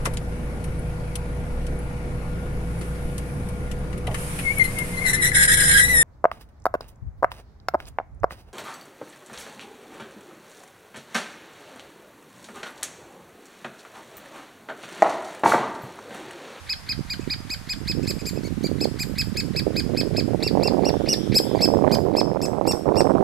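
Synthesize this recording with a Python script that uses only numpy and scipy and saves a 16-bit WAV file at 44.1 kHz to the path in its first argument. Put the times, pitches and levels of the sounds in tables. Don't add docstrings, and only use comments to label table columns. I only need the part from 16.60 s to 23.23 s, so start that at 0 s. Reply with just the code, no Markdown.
import sys
import numpy as np
from scipy import signal
from scipy.fft import rfft, irfft
from scipy.io import wavfile
from scipy.ndimage import uniform_filter1d, map_coordinates

SR = 44100
rng = np.random.default_rng(int(sys.argv[2]) if len(sys.argv) > 2 else 0)


def int16_out(signal):
    q = np.round(np.clip(np.atleast_2d(signal).T, -1, 1) * 32767)
    wavfile.write(sys.argv[1], SR, q.astype(np.int16))


N = 292383
TIME = np.arange(N) / SR


def from_db(db):
    return 10 ** (np.asarray(db) / 20)


def unit_rms(x):
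    return x / np.sqrt(np.mean(x ** 2) + 1e-20)


def bell(x, centre, width):
    return np.exp(-.5 * ((x - centre) / width) ** 2)


def at_time(points, time_s):
    return np.interp(time_s, *np.transpose(points))


def at_hz(points, hz):
    freq_hz, level_db = np.transpose(points)
    return np.interp(np.log(np.maximum(hz, 1)), np.log(freq_hz), level_db)


def waver(t, per_s):
    knots = rng.standard_normal(int((t[-1] - t[0]) * per_s) + 4)
    return map_coordinates(knots, [(t - t[0]) * per_s + 1], order=3, mode="nearest")


def band_noise(band_hz, shape):
    band = signal.butter(2, band_hz, "band", fs=SR, output="sos")
    return unit_rms(signal.sosfilt(band, rng.standard_normal(shape)))


def add(track, start_s, piece):
    i = int(round(start_s * SR))
    a, b = max(i, 0), min(i + piece.shape[-1], N)
    if b > a:
        track[..., a:b] += piece[..., a - i:b - i]


# freq_hz, density_db
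LEAF_SPECTRUM = [(30, 16.5), (70, -19), (200, -4), (800, 3.5), (1500, 3), (3000, -3.5), (6000, -7.5),
                 (12000, -13), (15500, -31)]
# time_s, level_db
LEAF_LEVEL = [(3.6, -45.5), (5, -45.5), (5.8, -51.5), (6.63, -49)]


def leaves(correlation=0.27):
    white = rfft(rng.standard_normal((2, N)))
    hz = np.arange(white.shape[1]) * SR / N
    mid, side = irfft(white * from_db(at_hz(LEAF_SPECTRUM, hz)), N)
    hiss = np.sqrt(1 + correlation) * mid + np.sqrt(1 - correlation) * side * np.array([[1], [-1]])
    return unit_rms(hiss) * from_db(at_time(LEAF_LEVEL, TIME))


def wheeze(band_hz=(3100, 3700), level_db=-51.0, loudest_s=4.7, spread_s=0.31):
    hiss = band_noise(band_hz, (2, N))
    return hiss * bell(TIME, loudest_s, spread_s) * from_db(level_db + 2 * waver(TIME, 12))


def draught(band_hz=(46.6, 127), level_db=-42.5):
    return from_db(level_db) * band_noise(band_hz, N)


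EDDY_CENTRE_S = .02


def eddy(width_s, rim_ratio=1.81):
    t = np.arange(-EDDY_CENTRE_S, EDDY_CENTRE_S, 1 / SR)
    return bell(t, 0, rim_ratio * width_s) / rim_ratio - bell(t, 0, width_s)


# time_s, speed_ratio
AIR_FLOW = [(1.1, 0.38), (1.4, 0.6), (2.18, 0.56), (2.25, 0.84), (2.32, 0.49), (3.7, 0.75), (4.1, 0.99),
            (4.65, 0.74), (5.2, 1.04), (6.5, 1.175)]
# time_s, level_db
BREEZE_LEVEL = [(0.0, -63), (0.33, -41), (0.41, -30.5), (0.42, -44.5), (0.61, -37.5), (1.07, -42),
                (1.37, -28), (1.6, -33), (2.23, -29.5), (2.38, -33.5), (3.75, -25.5), (3.82, -29),
                (3.97, -24.5), (4.25, -23), (4.65, -30), (4.74, -21), (4.78, -30), (5.17, -21),
                (6.04, -29.5), (6.08, -20.5), (6.22, -36), (6.28, -21), (6.61, -22)]


def wind(gain_db, base_per_s, base_width_s, size_spread, force_spread_db, crest_factor=4.14):
    pressure = np.zeros(N)
    speed = at_time(AIR_FLOW, TIME)
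    arrivals = np.flatnonzero(rng.random(N) < base_per_s * speed / SR)
    draws = np.clip(rng.standard_normal((len(arrivals), 2)), [-1, -2], 2)
    for i, (size, force) in zip(arrivals, draws):
        stretch = np.exp(size_spread * size)
        pulse = eddy(base_width_s / speed[i] * stretch) / np.sqrt(stretch)
        add(pressure, i / SR - EDDY_CENTRE_S, from_db(force_spread_db * force) * pulse)
    running_rms = np.sqrt(uniform_filter1d(uniform_filter1d(pressure ** 2, 2200), 2200) + 1e-6)
    levelled = crest_factor * np.tanh(pressure / running_rms / crest_factor)
    return levelled * from_db(at_time(BREEZE_LEVEL, TIME) + gain_db)


# time_s, strength_db
HARD_EDDIES = [(.393, -26), (0.596, -27.5), (0.677, -23.5), (1.396, -23), (1.776, -22), (2.044, -20),
               (2.116, -20), (2.215, -21.5), (2.256, -15.5), (3.069, -16), (3.079, -19.5), (3.349, -19.5),
               (3.434, -22), (3.584, -18), (3.747, -16.5), (3.953, -14), (3.974, -11.5), (3.999, -16),
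               (4.013, -19), (4.147, -19), (4.194, -17.5), (4.267, -14.5), (4.803, -18), (4.95, -13.5),
               (5.088, -15), (5.139, -13.5), (5.171, -14), (5.241, -12.5), (5.279, -11.5), (5.552, -13.5),
               (5.615, -10), (5.762, -22), (5.985, -18.5), (6.013, -14), (6.281, -17.5), (6.321, -15.5),
               (6.407, -8), (6.507, -16.5), (6.553, -17)]


def buffets(base_width_s=0.00034, gain_db=20.0):
    out = np.zeros(N)
    for time_s, strength_db in HARD_EDDIES:
        pop = eddy(base_width_s / at_time(AIR_FLOW, time_s) ** 0.72)
        add(out, time_s - EDDY_CENTRE_S, from_db(strength_db + gain_db) * pop)
    return out


def echoes(x, t60_s, delay_s):
    t = np.arange(int(t60_s * SR)) / SR
    tail = rng.standard_normal((2, len(t))) * from_db(-60 * t / t60_s) * (t > delay_s)
    tail /= np.sqrt(np.sum(tail ** 2, axis=1, keepdims=True))
    return signal.fftconvolve(x, tail, axes=1)[:, :N]


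def forest_echo(calls, gain_db=-21, treble_db=11, hollow_hz=5420, hollow_width_hz=410, hollow_db=-6):
    hollow = signal.lfilter(*signal.iirpeak(hollow_hz, hollow_hz / hollow_width_hz, fs=SR), calls)
    treble = signal.sosfiltfilt(signal.butter(2, 6500, "high", fs=SR, output="sos"), calls)
    beamed = calls + from_db(treble_db) * treble + from_db(hollow_db) * hollow
    return from_db(gain_db) * echoes(beamed, t60_s=0.44, delay_s=0.018)


ATTACK_S, RELEASE_S = .006, .0095
ARCH_DROP = .35
BITE_AT, ACCENT_AT = .17, .85
REFERENCE_DB = -16.5
FUNDAMENTAL_LAG = .49


def lead_in(top_hz, length_s=0.0337, jitter=.12, octave_db=-2.5):
    t = np.arange(0, length_s, 1 / SR)
    hz = top_hz * np.linspace(.74, .95, len(t)) * (1 + jitter * waver(t, 1195))
    phase = 2 * np.pi * np.cumsum(hz) / SR
    swell = np.sqrt(np.interp(t, [0, ATTACK_S, length_s], [0, 1, 0]))
    return swell * (np.sin(phase) + from_db(octave_db) * np.sin(2 * phase))


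def arch(along, length_s, crest, flatness=3.1, max_drop=.38, loss_db_per_drop=19.5, rise_db_per_drop=8):
    from_crest = np.maximum((crest - along) / crest, (along - crest) / (1 - crest))
    drop = np.minimum(ARCH_DROP * from_crest ** flatness, max_drop)
    accent_db = 4.5 + 236 * (length_s - 0.053)
    loss_db = drop * (loss_db_per_drop + rise_db_per_drop * (along < crest))
    return drop, accent_db * bell(along, ACCENT_AT, width=.025) - loss_db


# time_s, level_db
FUNDAMENTAL_BALANCE = [(1.0, -5.5), (2.18, -11.5), (2.38, -3.5), (4.05, -7.5), (4.5, -9.5)]


def harmonic_levels(start_s, level_db, bright_db):
    push_db = level_db - REFERENCE_DB
    first_db = at_time(FUNDAMENTAL_BALANCE, start_s) - FUNDAMENTAL_LAG * push_db
    third_db = bright_db - 3
    higher_db = bright_db - 5.5 + 0.37 * push_db
    return level_db + np.array([first_db, 0, third_db, higher_db])


# freq_hz, gain_db
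THROAT_RESPONSE = [(1300, -1), (2000, -11), (2600, -6.5), (3850, -10.5), (4600, -2), (5250, 1.5),
                   (5700, -3.5), (6250, -20), (7400, -12), (8400, -8.5), (9200, -16.5), (10600, -18.5),
                   (12300, -11.5), (13300, -18.5), (14500, -27), (16000, -42)]
# time_s, freq_ratio
BEAK_GAPE = [(4.05, 0.91), (4.25, 0.96), (4.5, 1.012)]
# freq_hz, left_minus_right_db
CHIRP_PAN = [(2500, -1.5), (5000, -2), (7500, 3.5), (10000, -6), (12500, -10), (15000, 7)]


def chirp(start_s, length_s, top_hz, crest, harmonic_db, bite_db,
          flutter_db=1.0, break_db=3.0, rough_db=2.5, rasp_rad=0.33, breath_db=-33):
    t = np.arange(-ATTACK_S, length_s + RELEASE_S, 1 / SR)
    along = t / length_s
    drop, effort_db = arch(along, length_s, crest)
    unsteady = drop / ARCH_DROP
    jitter = .003 * waver(t, 790) + .022 * unsteady * waver(t, 775)
    hz = top_hz * uniform_filter1d(1 - drop, size=101, mode="nearest") * (1 + jitter)
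    phase = 2 * np.pi * np.cumsum(hz) / SR
    effort_db += (flutter_db + break_db * unsteady) * waver(t, 597)
    flash_db = bite_db * (bell(along, BITE_AT, width=.047) + .5 * bell(along, ACCENT_AT, width=.047))
    fade = np.interp(t, [-ATTACK_S, 0, length_s, length_s + RELEASE_S], [0, 1, 1, 0])
    gape = at_time(BEAK_GAPE, start_s)
    breath = band_noise((6840, 12800), len(t))
    out = fade * breath * from_db(harmonic_db[1] + breath_db + effort_db + .5 * flash_db)
    for k in range(1, 10):
        upper = k > 2
        source_db = harmonic_db[min(k, 4) - 1] - 0.5 * max(k - 5, 0)
        source_db += effort_db * (1 - FUNDAMENTAL_LAG * (k == 1))
        source_db += upper * (flash_db + rough_db * waver(t, 232))
        throat_db = at_hz(THROAT_RESPONSE, k * hz / (gape if k < 4 else 1))
        gain = from_db(source_db + throat_db) * (k * hz < SR / 2)
        wave = np.sin(k * phase + upper * rasp_rad * waver(t, 1827))
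        pan = from_db(at_hz(CHIRP_PAN, k * hz) * np.array([[.5], [-.5]]))
        out = out + fade ** (1 + upper) * gain * wave * pan
    return out


# start_s, length_s, top_hz, crest_share, level_db, bright_db, bite_db
BEGGING_CALLS = [(0.0902, 0.046, 2562, 0.48, -21.5, -15, 14), (0.287, 0.042, 2537, 0.44, -22.0, -15, 15),
                 (0.4974, 0.043, 2466, 0.35, -25.0, -6, 4.5), (0.6, 0.053, 2590, 0.5, -54, 10, 12),
                 (0.6976, 0.044, 2498, 0.52, -23, -11.5, 2.5), (0.8965, 0.05, 2539, 0.54, -25.5, -3, 4),
                 (1.09, 0.045, 2525, 0.49, -24, -5.5, 5.5), (1.274, 0.048, 2570, 0.58, -23, -6, 6),
                 (1.427, 0.028, 2640, 0.53, -39, 5, 8), (1.4706, 0.043, 2587, 0.59, -25, 2.5, -1),
                 (1.586, 0.032, 2531, 0.5, -41, 8, 5), (1.6574, 0.042, 2495, 0.48, -29.5, 8, 6),
                 (1.754, 0.039, 2577, 0.5, -44.5, -2, 2), (1.834, 0.047, 2260, 0.55, -40.5, 8, 9),
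                 (2.031, 0.045, 2370, 0.6, -30, 0.5, 10), (2.205, 0.047, 2592, 0.43, -23.5, -5, 8.5),
                 (2.391, 0.045, 2510, 0.54, -27.5, 7.5, -1), (2.579, 0.04, 2591, 0.48, -19.5, -4.5, 8),
                 (2.765, 0.044, 2590, 0.53, -22.5, -4.5, 11), (2.9592, 0.041, 2591, 0.5, -21.5, -6.5, 9),
                 (3.16, 0.045, 2540, 0.48, -23.5, -5, 9), (3.367, 0.047, 2590, 0.51, -22, -6.5, 9),
                 (3.5634, 0.042, 2600, 0.41, -22.5, -9, 8.5), (3.8255, 0.061, 2744, 0.48, -20.5, -11, 12),
                 (4.025, 0.061, 2740, 0.54, -21.5, -16, 17), (4.246, 0.052, 2830, 0.56, -22.5, -10.5, 13),
                 (4.4828, 0.058, 2903, 0.44, -16.5, -8, 6.5), (4.744, 0.046, 2578, 0.64, -14, -1, -2),
                 (4.948, 0.04, 2364, 0.42, -41, 1, 14), (5.0107, 0.047, 2634, 0.61, -17, -2, -5),
                 (5.3143, 0.038, 2494, 0.54, -22, 1, 0.5), (5.5597, 0.05, 2631, 0.56, -23, -4.5, 7),
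                 (5.817, 0.045, 2663, 0.52, -31.5, 8.5, 7), (6.0668, 0.056, 2764, 0.52, -25.5, 5, 5),
                 (6.3593, 0.055, 2780, 0.57, -26, 4, -4)]


def nestlings(lead_db=-20.5, lead_growth=0.38, trunk_db=-6):
    out = np.zeros((2, N))
    for start_s, length_s, top_hz, crest, level_db, bright_db, bite_db in BEGGING_CALLS:
        harmonic_db = harmonic_levels(start_s, level_db, bright_db)
        call = chirp(start_s, length_s, top_hz, crest, harmonic_db, bite_db)
        lead_gain = from_db(level_db + lead_db + lead_growth * (level_db - REFERENCE_DB))
        add(out, start_s - 0.026, lead_gain * lead_in(top_hz))
        add(out, start_s - ATTACK_S, call)
        add(out, start_s - ATTACK_S, from_db(trunk_db) * echoes(call, t60_s=.1, delay_s=0.0026))
    return out


def scene():
    calls = nestlings()
    echo = forest_echo(calls)
    flutter = wind(gain_db=6, base_per_s=240, base_width_s=.00042, size_spread=.33, force_spread_db=4.5)
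    rumble = wind(gain_db=2.5, base_per_s=250, base_width_s=.00069, size_spread=.45, force_spread_db=2.5)
    sheltered = wind(gain_db=-33, base_per_s=350, base_width_s=.0013, size_spread=.3, force_spread_db=1)
    exposed = flutter + buffets() + rumble + draught()
    return calls + echo + wheeze() + leaves() + np.array([sheltered, exposed])


def record(dry, cutoff_hz=15700):
    rounded = dry / (1 + dry ** 6) ** (1 / 6)
    return signal.sosfilt(signal.ellip(10, .1, 90, cutoff_hz, fs=SR, output="sos"), rounded)


dry = scene()
out = record(dry)
int16_out(out)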